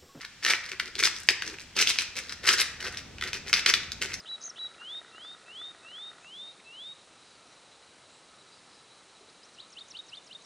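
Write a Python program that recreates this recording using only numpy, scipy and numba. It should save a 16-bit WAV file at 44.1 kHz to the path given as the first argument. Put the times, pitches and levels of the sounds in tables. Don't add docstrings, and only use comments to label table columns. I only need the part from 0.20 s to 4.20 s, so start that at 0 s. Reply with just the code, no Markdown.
import sys
import numpy as np
from scipy import signal
from scipy.fft import rfft, irfft
from scipy.io import wavfile
from numba import njit

SR = 44100
rng = np.random.default_rng(int(sys.argv[2]) if len(sys.argv) > 2 else 0)


def transcribe(u):
    v = np.clip(np.atleast_2d(u).T, -1, 1)
    q = np.round(v * 32767).astype(np.int16)
    wavfile.write(sys.argv[1], SR, q)


N = 176400

# frequency_hz, side_gain_db
ROOM_WIDTH = [(200, -10), (600, -10), (1400, -14), (2500, -9), (4500, -2), (7500, 0), (11000, -8)]


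def undb(db):
    return 10 ** (np.asarray(db) / 20)


def unit(x):
    return x / np.sqrt(np.sum(x ** 2, axis=-1, keepdims=True) + 1e-18)


def across(points, size):
    hz, value = np.array(points, float).T
    return np.interp(np.log(np.fft.rfftfreq(size, 1 / SR) + 1), np.log(hz), value)


def fader(points):
    return undb(np.interp(np.arange(N) / SR, *np.array(points).T))


def colour(x, points):
    cepstrum = irfft(np.log(undb(across(points, size=2048))))
    cepstrum[1:1024] *= 2
    cepstrum[1025:] = 0
    return signal.fftconvolve(x, irfft(np.exp(rfft(cepstrum))))[:len(x)]


def noise(points):
    return unit(colour(rng.standard_normal(N), points)) * np.sqrt(N)


def widen(mid, side, width):
    return mid + colour(side, width) * np.array([[1], [-1]])


def add(out, at_s, sound):
    i = int(np.clip(at_s * SR, 0, N - 1))
    out[i:i + len(sound)] += sound[:N - i]


def room_tone():
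    # frequency_hz, gain_db
    rumble_eq = [(30, -12), (50, -1.5), (72, 3.5), (100, -1.5), (150, -3.5), (250, -5.5), (450, -14),
                 (900, -18), (6000, -65)]
    # frequency_hz, side_gain_db
    rumble_width = [(70, -35), (160, -13), (400, -4.5)]
    # time_s, level_db
    swell = [(0, -64), (.77, -57), (2.05, -57), (2.23, -52), (2.45, -55), (2.951, -48.5), (3.2, -49.5),
             (3.8, -51.5), (4, -48.5)]
    # frequency_hz, gain_db
    hiss_eq = [(100, -4), (400, -12), (1000, -3.5), (2200, 3), (5500, -3), (13000, -20)]
    rumble = widen(noise(rumble_eq), noise(rumble_eq), rumble_width)
    hiss = widen(noise(hiss_eq), noise(hiss_eq), ROOM_WIDTH)
    return fader(swell) * rumble + undb(-54.5) * hiss


def buckle(hz, cycles, size):
    turns = min(hz, SR / 3) * np.arange(size) / SR
    return unit(np.sin(2 * np.pi * turns) * np.exp(-np.pi * turns / max(cycles, .5)))


def swarm(draws, length_s, hz, per_s, cycles, size, spread_octaves=0.49):
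    span = max(int(length_s * SR), 1)
    out = np.zeros(span + size)
    scatter_db = 4.5
    for k, (when, pitch, strength) in enumerate(draws[:int(per_s * length_s) + 2]):
        i = int(span * (1 + np.tanh(when * np.sqrt(2 / np.pi))) / 2)
        gain = (-1) ** k * undb(scatter_db * min(strength, 1.7))
        out[i:i + size] += gain * buckle(hz * 2 ** (spread_octaves * pitch), cycles, size)
    return unit(out) * np.sqrt(span)


def squeezes():
    # start_s, length_s, level_db, pitch_hz, flutter_relative_db
    gestures = [ (0.0, 0.048, -43.5, 2570, -12), (0.222, 0.025, -35, 3000, -15),
                (0.251, 0.039, -27, 2860, -13), (0.287, 0.041, -22.5, 2960, -9.5),
                (0.332, 0.037, -33, 2520, -16), (0.392, .11, -48.5, 3160, -30),
                (0.513, 0.025, -38, 2950, -3.5), (0.61, 0.089, -46.5, 3450, 0.5),
                (0.76, 0.029, -39.5, 3360, -4), (0.784, 0.025, -26, 3340, -11.5),
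                (0.819, 0.059, -26, 3260, -10), (0.912, 0.22, -51, 3760, -26),
                (1.099, 0.012, -23.5, 2780, -8), (1.229, 0.12, -45, 3400, 3),
                (1.377, 0.064, -49.5, 3460, -24), (1.551, .016, -39, 3200, -11),
                (1.562, 0.02, -26.5, 3060, -5), (1.58, 0.04, -23.5, 3100, -16),
                (1.664, 0.046, -28.5, 3540, -17), (1.724, .04, -41, 3530, -22),
                (1.789, 0.032, -33, 3300, -16), (1.952, 0.057, -36, 2920, -6), (2.009, 0.13, -47, 2850, -8),
                (2.227, 0.036, -33, 3160, -4.5), (2.265, 0.027, -18.5, 3130, -20),
                (2.29, 0.024, -24, 2500, -10), (2.308, 0.034, -24.5, 3300, -7.5),
                (2.374, .047, -24.5, 3120, -19), (2.594, 0.039, -39.5, 2910, -5.5),
                (2.636, 0.05, -35, 2900, 0), (2.709, .10, -45, 2850, -17), (3.026, 0.069, -39, 2750, -2.5),
                (3.13, 0.046, -38.5, 3330, -5.5), (3.261, 0.049, -38, 2870, -3.5),
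                (3.336, 0.062, -28.5, 2690, -33), (3.473, 0.032, -19.5, 2730, -16.5),
                (3.54, 0.039, -38.5, 3150, -5), (3.81, 0.052, -35, 2800, -1.5),
                (3.876, 0.068, -41, 2860, -10)]
    # time_s, pitch_hz
    flutter_pitch = [(.33, 810), (.45, 390), (1.2, 358), (1.7, 486), (2.3, 614), (3.5, 404)]
    grip_s, firm_db, doubling_db = .007, -24, 7.5
    out = np.zeros(N)
    draws = rng.standard_normal((len(gestures), 2, 400, 3))
    for (start_s, length_s, db, hz, flutter_db), (fine, broad) in zip(gestures, draws):
        creases_per_s = 1800 * 2 ** ((db - firm_db) / doubling_db)
        crackle = swarm(fine, length_s, hz, creases_per_s, cycles=2.8, size=256)
        attack = 1 - np.exp(-np.arange(len(crackle)) / SR / grip_s)
        add(out, start_s, undb(db) * crackle * attack)
        flutter_hz = np.interp(start_s, *np.array(flutter_pitch).T)
        flutter = swarm(broad, length_s, flutter_hz, per_s=400, cycles=3.5, size=1500,
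                        spread_octaves=0.42)
        add(out, start_s, undb(db + flutter_db) * flutter)
    return out


def snaps():
    # start_s, level_db, pitch_hz
    creases = [ (0.0490, -28.5, 2920), (0.2493, -16, 2860), (0.2641, -16.5, 2940), (0.3064, -17.5, 2620),
               (0.3357, -15.5, 2370), (0.4425, -38, 2700), (0.4897, -34, 2980), (0.5175, -26.5, 2900),
               (0.5978, -19.5, 3100), (0.5999, -20, 2980), (0.627, -42, 3200), (0.7537, -27.5, 3700),
               (0.8270, -17, 2400), (0.8367, -13.5, 3350), (0.855, -17.5, 4830), (0.8737, -16.5, 2720),
               (0.9640, -34, 3480), (1.088, -6, 2970), (1.222, -20, 2800), (1.2767, -28, 3360),
               (1.3858, -34.5, 2670), (1.589, -17.5, 3640), (1.6248, -14, 3040), (1.6728, -15.5, 3430),
               (1.7020, -20, 3350), (1.7869, -15, 3670), (1.962, -48, 2870), (2.095, -33.5, 4000),
               (2.1236, -25.5, 2660), (2.2897, -8.5, 3040), (2.4161, -16.5, 3530), (2.6054, -30.5, 3000),
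               (2.667, -27.5, 3090), (2.772, -28.5, 3100), (2.9841, -34, 2710), (3.0116, -26, 3330),
               (3.0241, -20.5, 2780), (3.038, -24.5, 3100), (3.1315, -22, 3170), (3.1524, -28, 2940),
               (3.3298, -11, 2700), (3.3382, -12.5, 3460), (3.461, -15, 3370), (3.463, -12, 2970),
               (3.5388, -9.5, 3410), (3.6334, -33, 3760), (3.719, -25.5, 3800), (3.8173, -22, 3180),
               (3.8235, -21, 3100), (3.8447, -33, 2930), (3.9212, -37, 3130), (3.941, -26.5, 4200)]
    ring_cycles, rebound_s, rebound_db = 4.77, .002, -0.5
    out = np.zeros(N)
    for (start_s, db, hz), draws in zip(creases, rng.standard_normal((len(creases), 16, 3))):
        strength = undb(db) * np.sqrt(SR / 1000)
        add(out, start_s, strength * buckle(hz, ring_cycles, size=400))
        rebound = swarm(draws, rebound_s, hz, per_s=1800, cycles=ring_cycles, size=400)
        add(out, start_s, strength * undb(rebound_db) * unit(rebound))
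    return out


@njit
def resonate(x, hz, width_hz):
    out, band, low = np.empty(len(x)), 0., 0.
    for i in range(len(x)):
        tuning, damping = np.tan(np.pi * hz[i] / SR), width_hz / hz[i]
        ring = (band + tuning * (x[i] - low)) / (1 + tuning * (tuning + damping))
        band, low = 2 * ring - band, low + 2 * tuning * ring
        out[i] = damping * ring
    return out


def hollow(paper):
    # time_s, pitch_hz, gain_db
    air_pocket = [(.3, 2050, -2), (.85, 2120, -2), (1.1, 2300, -11), (1.75, 2710, 5), (2.3, 1830, -6.5),
                  (3.5, 2250, -3.5)]
    times, hz, db = np.array(air_pocket).T
    t = np.arange(N) / SR
    ring = resonate(paper + 1e-18, np.interp(t, times, hz), width_hz=480.)
    return paper + undb(np.interp(t, times, db)) * ring


def echoes(size):
    # frequency_hz, t60_s
    decay_times = [(200, 0.31), (550, 0.82), (1600, 0.7), (3700, 0.47), (6500, 0.48), (12000, 0.22)]
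    first_echo_s, early_s, build_s = 0.0016, 0.017, 0.0019
    early_db, tail_db = -6.5, -9
    t = np.arange(size) / SR
    spectrum, t60 = rfft(rng.standard_normal(size)), across(decay_times, size)
    bands = np.floor(2 * np.log2(np.fft.rfftfreq(size, 1 / SR) + 100))
    tail = np.zeros(size)
    for band in np.unique(bands):
        inside = bands == band
        tail += irfft(spectrum * inside, size) * undb(-60 * t / t60[inside].mean())
    tail *= 1 - np.exp(-t / build_s)
    early = rng.standard_normal(size) * rng.exponential(1, size) / (1 + (t / early_s) ** 8)
    return (t > first_echo_s) * (undb(tail_db) * unit(tail) + undb(early_db) * unit(early))


def kitchen(paper, crossfades):
    # time_s, level_db
    send_level = [(1.15, -2), (1.7, 1), (3.5, -0.5)]
    send = paper * fader(send_level)
    mid, side, step = np.zeros(N), np.zeros(N), N // crossfades
    for centre in range(0, N + 1, step):
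        span = np.arange(max(centre - step, 0), min(centre + step, N))
        part = send[span] * np.cos(np.pi / 2 * (span - centre) / step)
        for out in (mid, side):
            add(out, span[0] / SR, signal.fftconvolve(part, echoes(size=16384)))
    return widen(mid, side, ROOM_WIDTH)


def microphone_ports(pair):
    # frequency_hz, lead_rad
    left_lead = [(100, 0), (3200, .12), (4900, 1.35), (6900, 1.75), (8300, 1.9), (10000, 2.5), (13000, 2.7)]
    # frequency_hz, excess_db
    left_excess = [(100, 0.2), (2300, 0.27), (4400, 1.7), (9000, 0.62)]
    half_tilt = np.exp(.5j * across(left_lead, 2 * N)) * undb(across(left_excess, 2 * N) / 2)
    return irfft(rfft(pair, 2 * N) * np.array([half_tilt, 1 / half_tilt]))[:, :N]


def scene():
    # frequency_hz, gain_db
    paper_eq = [(60, -33), (200, -17.5), (380, -6), (590, -15), (780, -13.5), (1050, -9), (1400, 0),
                (2100, -2), (3100, -5.5), (4200, 0.5), (5800, 6.5), (6900, 2), (9000, 5.5), (12500, 7.5),
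                (15500, -9)]
    bed = room_tone()
    paper = hollow(colour(squeezes() + snaps(), paper_eq))
    return microphone_ports(paper + kitchen(paper, crossfades=7) + bed)


def record(dry):
    top_hz = 15700
    lowpass = signal.ellip(8, .2, 80, top_hz, fs=SR, output="sos")
    return signal.sosfilt(lowpass, np.clip(dry, -1, 1))


dry = scene()
out = record(dry)
transcribe(out)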